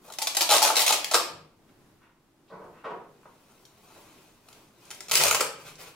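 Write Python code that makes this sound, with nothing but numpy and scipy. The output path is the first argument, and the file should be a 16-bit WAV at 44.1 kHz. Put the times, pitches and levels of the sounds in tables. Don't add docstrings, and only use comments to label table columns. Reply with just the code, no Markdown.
import sys
import numpy as np
from scipy import signal
from scipy.io import wavfile
from scipy.ndimage import uniform_filter1d

SR = 44100
rng = np.random.default_rng(int(sys.argv[2]) if len(sys.argv) > 2 else 0)


def log_audio(samples):
    frames = np.atleast_2d(samples).T
    limited = np.clip(frames, -1, 1)
    pcm = np.round(limited * 32767).astype(np.int16)
    wavfile.write(sys.argv[1], SR, pcm)


N = 262395


def amp(db):
    return 10 ** (np.asarray(db) / 20)


def evened(x):
    return x / np.sqrt(np.mean(x ** 2) + 1e-20)


def read(points, hz):
    point_hz, value = np.transpose(points)
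    return np.interp(np.log(hz + 1), np.log(point_hz + 1), value)


def add(mix, start_s, sound):
    part = mix[..., round(start_s * SR):][..., :np.shape(sound)[-1]]
    part += sound[..., :part.shape[-1]]


def colour(x, points):
    hz = abs(np.fft.fftfreq(4096, 1 / SR))
    log_gain = np.log(amp(np.maximum(read(points, hz), -100)))
    spectrum = np.exp(np.conj(signal.hilbert(log_gain)))
    taps = np.fft.ifft(spectrum).real[:2048]
    return signal.oaconvolve(x, taps / np.linalg.norm(taps))[:len(x)]


def grit(per_s, spread_db):
    size = amp(spread_db * np.minimum(rng.exponential(1, N), 4))
    size *= rng.choice([-1., 1.], N)
    return evened(size * (rng.random(N) < per_s / SR))


def swells(rows, axis, rise, fall):
    out = np.zeros(N)
    for row in rows:
        start_s, length_s = row[:2]
        u = np.linspace(0, 1, max(round(length_s * SR), 2))
        shape = np.clip(np.minimum(u / rise, (1 - u) / fall), 0, 1)
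        add(out, start_s, amp(row[axis]) * np.sin(shape * np.pi / 2) ** 2)
    return out


# frequency in Hz, likeness from 0 to 1.
LIKENESS = [(30, 0.99), (290, 0.88), (640, 0.73), (1400, 0.58), (3000, .1)]


def diffuse(count, size, gain):
    hz = np.fft.rfftfreq(size, 1 / SR)[:, None]
    t = np.arange(4 * count // size + 5) * size / 4 / SR
    a, b, c, d = rng.standard_normal((len(t), len(hz), 4)).T
    same = np.clip(read(LIKENESS, hz), -1, 1)
    left = a + 1j * b
    right = same * left + np.sqrt(1 - same ** 2) * (c + 1j * d)
    spectra = np.array([left, right]) * gain(hz, t)
    return signal.istft(spectra, nperseg=size, noverlap=3 * size // 4)[1][:, :count]


# frequency in Hz, relative density in dB.
AIR_COLOUR = [(15, -11), (28, 3), (55, -18), (100, -2), (146, -2), (347, -1.5), (472, -10), (1000, -12.5),
              (2080, -20), (13200, -29), (16000, -31)]
AIR_DB = -62


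def air():
    noise = diffuse(count=N, size=2048, gain=lambda hz, t: amp(read(AIR_COLOUR, hz)))
    drift = uniform_filter1d(uniform_filter1d(rng.standard_normal(N), size=6000), size=6000)
    return amp(AIR_DB) * evened(noise) * amp(1.5 * evened(drift))


# start in seconds, length in seconds, relative level of the hiss in dB, of the body in dB.
STROKES = [(0, 0.23, -57.5, -48), (2.9, 1.47, -64.5, -66.5), (3.3, 0.8, -79, -62.5),
           (3.7, 0.97, -56.5, -55.5), (4.4, 0.43, -58.5, -57), (4.7, 0.66, -54, -54.5),
           (5.57, 0.11, -48, -52), (5.64, 0.1, -41.5, -46.5), (5.77, 0.11, -41, -45.5),
           (5.85, 0.078, -45, -49.5)]
# frequency in Hz, gain in dB.
WEAVE_COLOUR = [(1500, -7), (2050, -7.5), (2500, -1.5), (3300, -6), (5400, -8), (10000, -11),
                (13000, -13.5), (16000, -22)]
# frequency in Hz, gain in dB.
DULL_COLOUR = [(80, -28.5), (160, -5.5), (260, -18), (410, -2), (520, -8), (650, -5), (760, -9.5),
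               (1000, -2.5), (1800, -10.5), (5000, -16)]


def slide():
    hiss_gain, body_gain = (swells(STROKES, axis=k, rise=0.29, fall=0.71) for k in (2, 3))
    hiss = colour(grit(per_s=22000.0, spread_db=3.5) * hiss_gain, WEAVE_COLOUR)
    rustle_colour = DULL_COLOUR[:-2] + [(1800, -18)]
    rustle = colour(grit(per_s=3300.0, spread_db=4.5) * body_gain, rustle_colour)
    return hiss + rustle


# start in seconds, relative level of the snaps in dB,
# of the drumming of the flap in dB, decay time in ms.
JERKS = [(0.082, -48, -42, 6.8), (0.1013, -35, -33, 2.5), (0.1227, -26.5, -58, 3), (0.137, -28.5, -47, 2.5),
         (0.1857, -19, -31, 5.6), (0.219, -16, -25, 8.8), (0.271, -13, -24.5, 6.4),
         (0.349, -19, -32.5, 6.3), (0.3687, -8, -18, 4.9), (0.408, -7, -18.5, 3.9),
         (0.4913, -13, -17.5, 7.6), (0.5095, -12, -23, 11), (0.5658, -4.5, -11, 2.3),
         (0.5825, -10.5, -37, 2.5), (0.6194, -12.5, -17.5, 6.5), (0.6266, -3.5, -18, 1.5),
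         (0.702, -16, -8, 0.79), (0.7559, -12.5, -28, 4.4), (0.7673, -8.5, -17, 6.9),
         (0.8035, -13.5, -25, 5), (0.864, -10, -26.5, 7.5), (0.905, -13, -18, 2), (0.927, -12, -20.5, 6.6),
         (1.045, -9.5, -19, 1.3), (1.113, -18, -23, 11.5), (1.1376, -11.5, -18, 2.2),
         (1.1438, -5.5, -12, 2.7), (4.486, -39.5, -47, 3.5), (4.5287, -35.5, -55, 1.6),
         (4.9051, -26.5, -37, 2.1), (4.9122, -25, -36, 2.1), (5.006, -25.5, -36.5, 3.1),
         (5.0843, -29.5, -41, 3.4), (5.0955, -26.5, -36, 4.8), (5.1129, -2, -15, 0.6),
         (5.1172, -8.5, -23, 2.8), (5.13, -21, -37, 0.85), (5.1545, -2, -21, 2.2), (5.173, -15, -24, 4.1),
         (5.222, -10, -19, 1.7), (5.256, -14, -18, 2.6), (5.284, -7, -33, 0.91), (5.3109, -3, -11, 1.4),
         (5.327, -11.5, -14.5, 1.6), (5.347, -9, -18.5, 4.4), (5.3986, -24, -21, 4.8),
         (5.407, -6, -11, 0.89), (5.4106, -9.5, -10.5, 2.4), (5.814, -34, -53, 1.2)]
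# start in seconds, length in seconds,
# relative level of the snaps in dB, of the drumming of the flap in dB.
PULLS = [(.41, 0.033, -19, -24), (.5, 0.075, -15.5, -18), (.625, 0.089, -16.5, -20), (.77, 0.091, -19, -27),
         (.87, 0.09, -19.5, -23.5), (1.142, 0.026, -16.5, -16), (5.12, 0.1, -19, -28),
         (5.195, 0.12, -19, -23)]
# frequency in Hz, gain in dB.
SNAP_FIRST = [(300, -65.5), (1200, -33), (1750, -10.5), (2400, -4), (3200, -2.5), (5000, -1.07), (8000, -4),
              (11500, -7), (16000, -15)]
SNAP_SECOND = [(300, -67), (1200, -39.5), (1800, -10), (2400, -0.2), (3100, -2), (3800, -4.5), (4600, -2),
               (8000, -3.5), (11500, -6.5), (16000, -10.5)]
# frequency in Hz, gain in dB.
FLAP_LOOSE = [(120, -41.5), (240, -25.5), (300, -16), (500, -9.5), (640, -2.5), (760, -5), (870, 2.5),
              (960, -5), (1250, -6), (1650, -14.5), (2500, -35)]
FLAP_TAUT = [(120, -33.5), (260, -19), (430, -4), (560, -4.5), (650, -4), (800, -5), (970, -1.5),
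             (1230, -0.5), (1700, -8.5), (2600, -13), (4000, -37)]


def seam():
    hooks, knocks = grit(per_s=7000., spread_db=2.5), grit(per_s=2500., spread_db=0.0)
    t_ms = np.arange(1500) / SR * 1000
    clumps = abs(grit(per_s=400., spread_db=1.0))
    clumps = 0.4 + signal.oaconvolve(clumps, np.exp(-t_ms / 0.33))[:N]
    clumps /= np.sqrt(uniform_filter1d(clumps ** 2, size=800))
    snap_gain, flap_gain = (swells(PULLS, axis=k, rise=0.039, fall=0.5) for k in (2, 3))
    snaps = hooks * clumps * snap_gain
    tugs = knocks * np.sqrt(clumps) * flap_gain
    for start_s, snap_db, flap_db, decay_ms in JERKS:
        burst, at = np.exp(-t_ms / max(decay_ms, .3)), round(start_s * SR)
        crack, knock = (burst * clicks[at:at + len(burst)] for clicks in (hooks, knocks))
        crack[0] = np.linalg.norm(crack) / (1 + decay_ms / 4.3)
        strength = np.linalg.norm(burst)
        add(snaps, start_s, crack * amp(snap_db) * strength / np.linalg.norm(crack))
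        add(tugs, start_s, knock * amp(flap_db) * strength / np.linalg.norm(knock))
    t = np.arange(N) / SR
    second = t > 5.1
    taut = t > 1.13
    drums = colour(tugs * ~taut, FLAP_LOOSE) + colour(tugs * taut, FLAP_TAUT)
    return colour(snaps * ~second, SNAP_FIRST) + colour(snaps * second, SNAP_SECOND) + drums


# start in seconds, length in seconds, level of the lower mode in dB, of the upper mode in dB.
PUSHES = [(1.2, 0.35, -68, -58), (5.05, 0.48, -53, -50.5), (5.4, 0.54, -71, -60)]
# frequency in Hz, width in Hz.
MODES = [(84, 24), (155, 33)]


def push():
    t, out = np.arange(8000) / SR, np.zeros(N)
    for k, (hz, width_hz) in enumerate(MODES):
        ring = t * np.exp(-np.pi * width_hz * t) * np.sin(2 * np.pi * hz * t)
        hum = evened(signal.oaconvolve(rng.standard_normal(N), ring)[:N])
        out += hum * swells(PUSHES, axis=k + 2, rise=0.23, fall=0.54)
    return out


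# start in seconds, relative level in dB, rise in ms, upper band edge in Hz.
BUMPS = [(1.688, -54.5, 1.9, 3560), (2.0, -56.5, 32, 2940), (2.47, -55, 25, 4500), (2.489, -38.5, 40, 1080),
         (2.592, -46.5, 30, 1060), (2.72, -53.5, 53, 2800), (2.837, -27.5, 15.9, 1484),
         (2.901, -33, 12.3, 1190), (3.228, -51, 4, 1760), (3.253, -38.5, 3.2, 1110),
         (3.96, -40.5, 3.4, 880)]
FADE_MS, FADE_PER_RISE = 5.2, 1.44
LOW_EDGE_HZ = 109.5


def bumps():
    out, t_ms = np.zeros(N), np.arange(13000) / SR * 1000
    crumbs = grit(per_s=4000., spread_db=1.5)
    for start_s, db, rise_ms, high_hz in BUMPS:
        fade_ms = FADE_MS + FADE_PER_RISE * rise_ms
        blow = np.minimum(t_ms / rise_ms, 1) * np.exp(-np.maximum(t_ms - rise_ms, 0) / fade_ms)
        blow *= crumbs[round(start_s * SR):][:len(blow)]
        low_hz = LOW_EDGE_HZ * (high_hz / 1000) ** 2
        band = signal.butter(2, [low_hz, high_hz], "band", fs=SR, output="sos")
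        add(out, start_s, amp(db) * signal.sosfilt(band, blow))
    return colour(out, DULL_COLOUR)


# start in seconds, relative level in dB, pitch in Hz.
TICKS = [(3.6530, -17, 5800), (4.854, -21.5, 7400), (4.946, -15, 8500), (5.7553, -17.5, 5760)]
TICK_WIDTH = 0.28


def ticks():
    out, t_ms = np.zeros(N), np.arange(900) / SR * 1000
    for start_s, db, hz in TICKS:
        edges = [hz * (1 - TICK_WIDTH), hz * (1 + TICK_WIDTH)]
        band = signal.butter(1, edges, "band", fs=SR, output="sos")
        fizz = 0.13 * rng.standard_normal(len(t_ms)) * np.exp(-t_ms / 3.5)
        click = fizz + (t_ms == 0)
        add(out, start_s, amp(db) * signal.sosfilt(band, click))
    return out


# frequency in Hz, time to die by 60 dB in seconds.
DECAY = [(150, 0.89), (400, 0.62), (1040, 0.49), (2760, 0.49), (7280, 0.35), (11000, 0.32), (15000, .3)]


def room(x, gap_ms):
    tail = diffuse(count=SR * 2 // 3, size=512, gain=lambda hz, t: amp(-60 * t / read(DECAY, hz)))
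    tail *= np.clip(np.arange(tail.shape[1]) / SR * 1000 / gap_ms, 0, 1)
    return signal.fftconvolve(x[None], tail / np.linalg.norm(tail[0]), axes=1)[:, :N]


def table(x):
    taps = np.zeros((2, 500))
    taps[[0, 1], [0, rng.integers(0, 4)]] = 1
    for ms in np.geomspace(.4, 6.5, num=10):
        at = ms * rng.uniform(0.58, 1.2) * SR / 1000 + rng.integers(0, 9, 2)
        taps[[0, 1], at.astype(int)] += amp(-10.0 - 0.18 * ms) * rng.choice([-1, 1])
    taps /= np.linalg.norm(taps, axis=1, keepdims=True)
    return signal.oaconvolve(x[None], taps, axes=1)[:, :N]


def wander(x, count, turns_per_s):
    turn = np.arange(N) / SR * turns_per_s
    out = np.zeros((2, N))
    for k in range(count):
        offset = (turn - k / count + .5) % 1 - .5
        share = np.cos(np.clip(offset * count, -1, 1) * np.pi / 2)
        out += amp(-7.0) * (table(x * share) + room(x * share, gap_ms=2.1))
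    return out * amp([[.5], [-.5]])


def scene():
    near = wander(slide() + seam() + ticks(), count=6, turns_per_s=5.0)
    far = bumps()
    return near + amp(-1.5) * far + room(far, gap_ms=1.8) + push() + air()


EDGE_HZ = 15850


def record(dry):
    dry = .7 * np.tanh(dry / .7)
    lowpass = signal.firwin(511, EDGE_HZ, window=("kaiser", 9), fs=SR)
    return signal.oaconvolve(dry, lowpass[None], "same")


dry = scene()
out = record(dry)
log_audio(out)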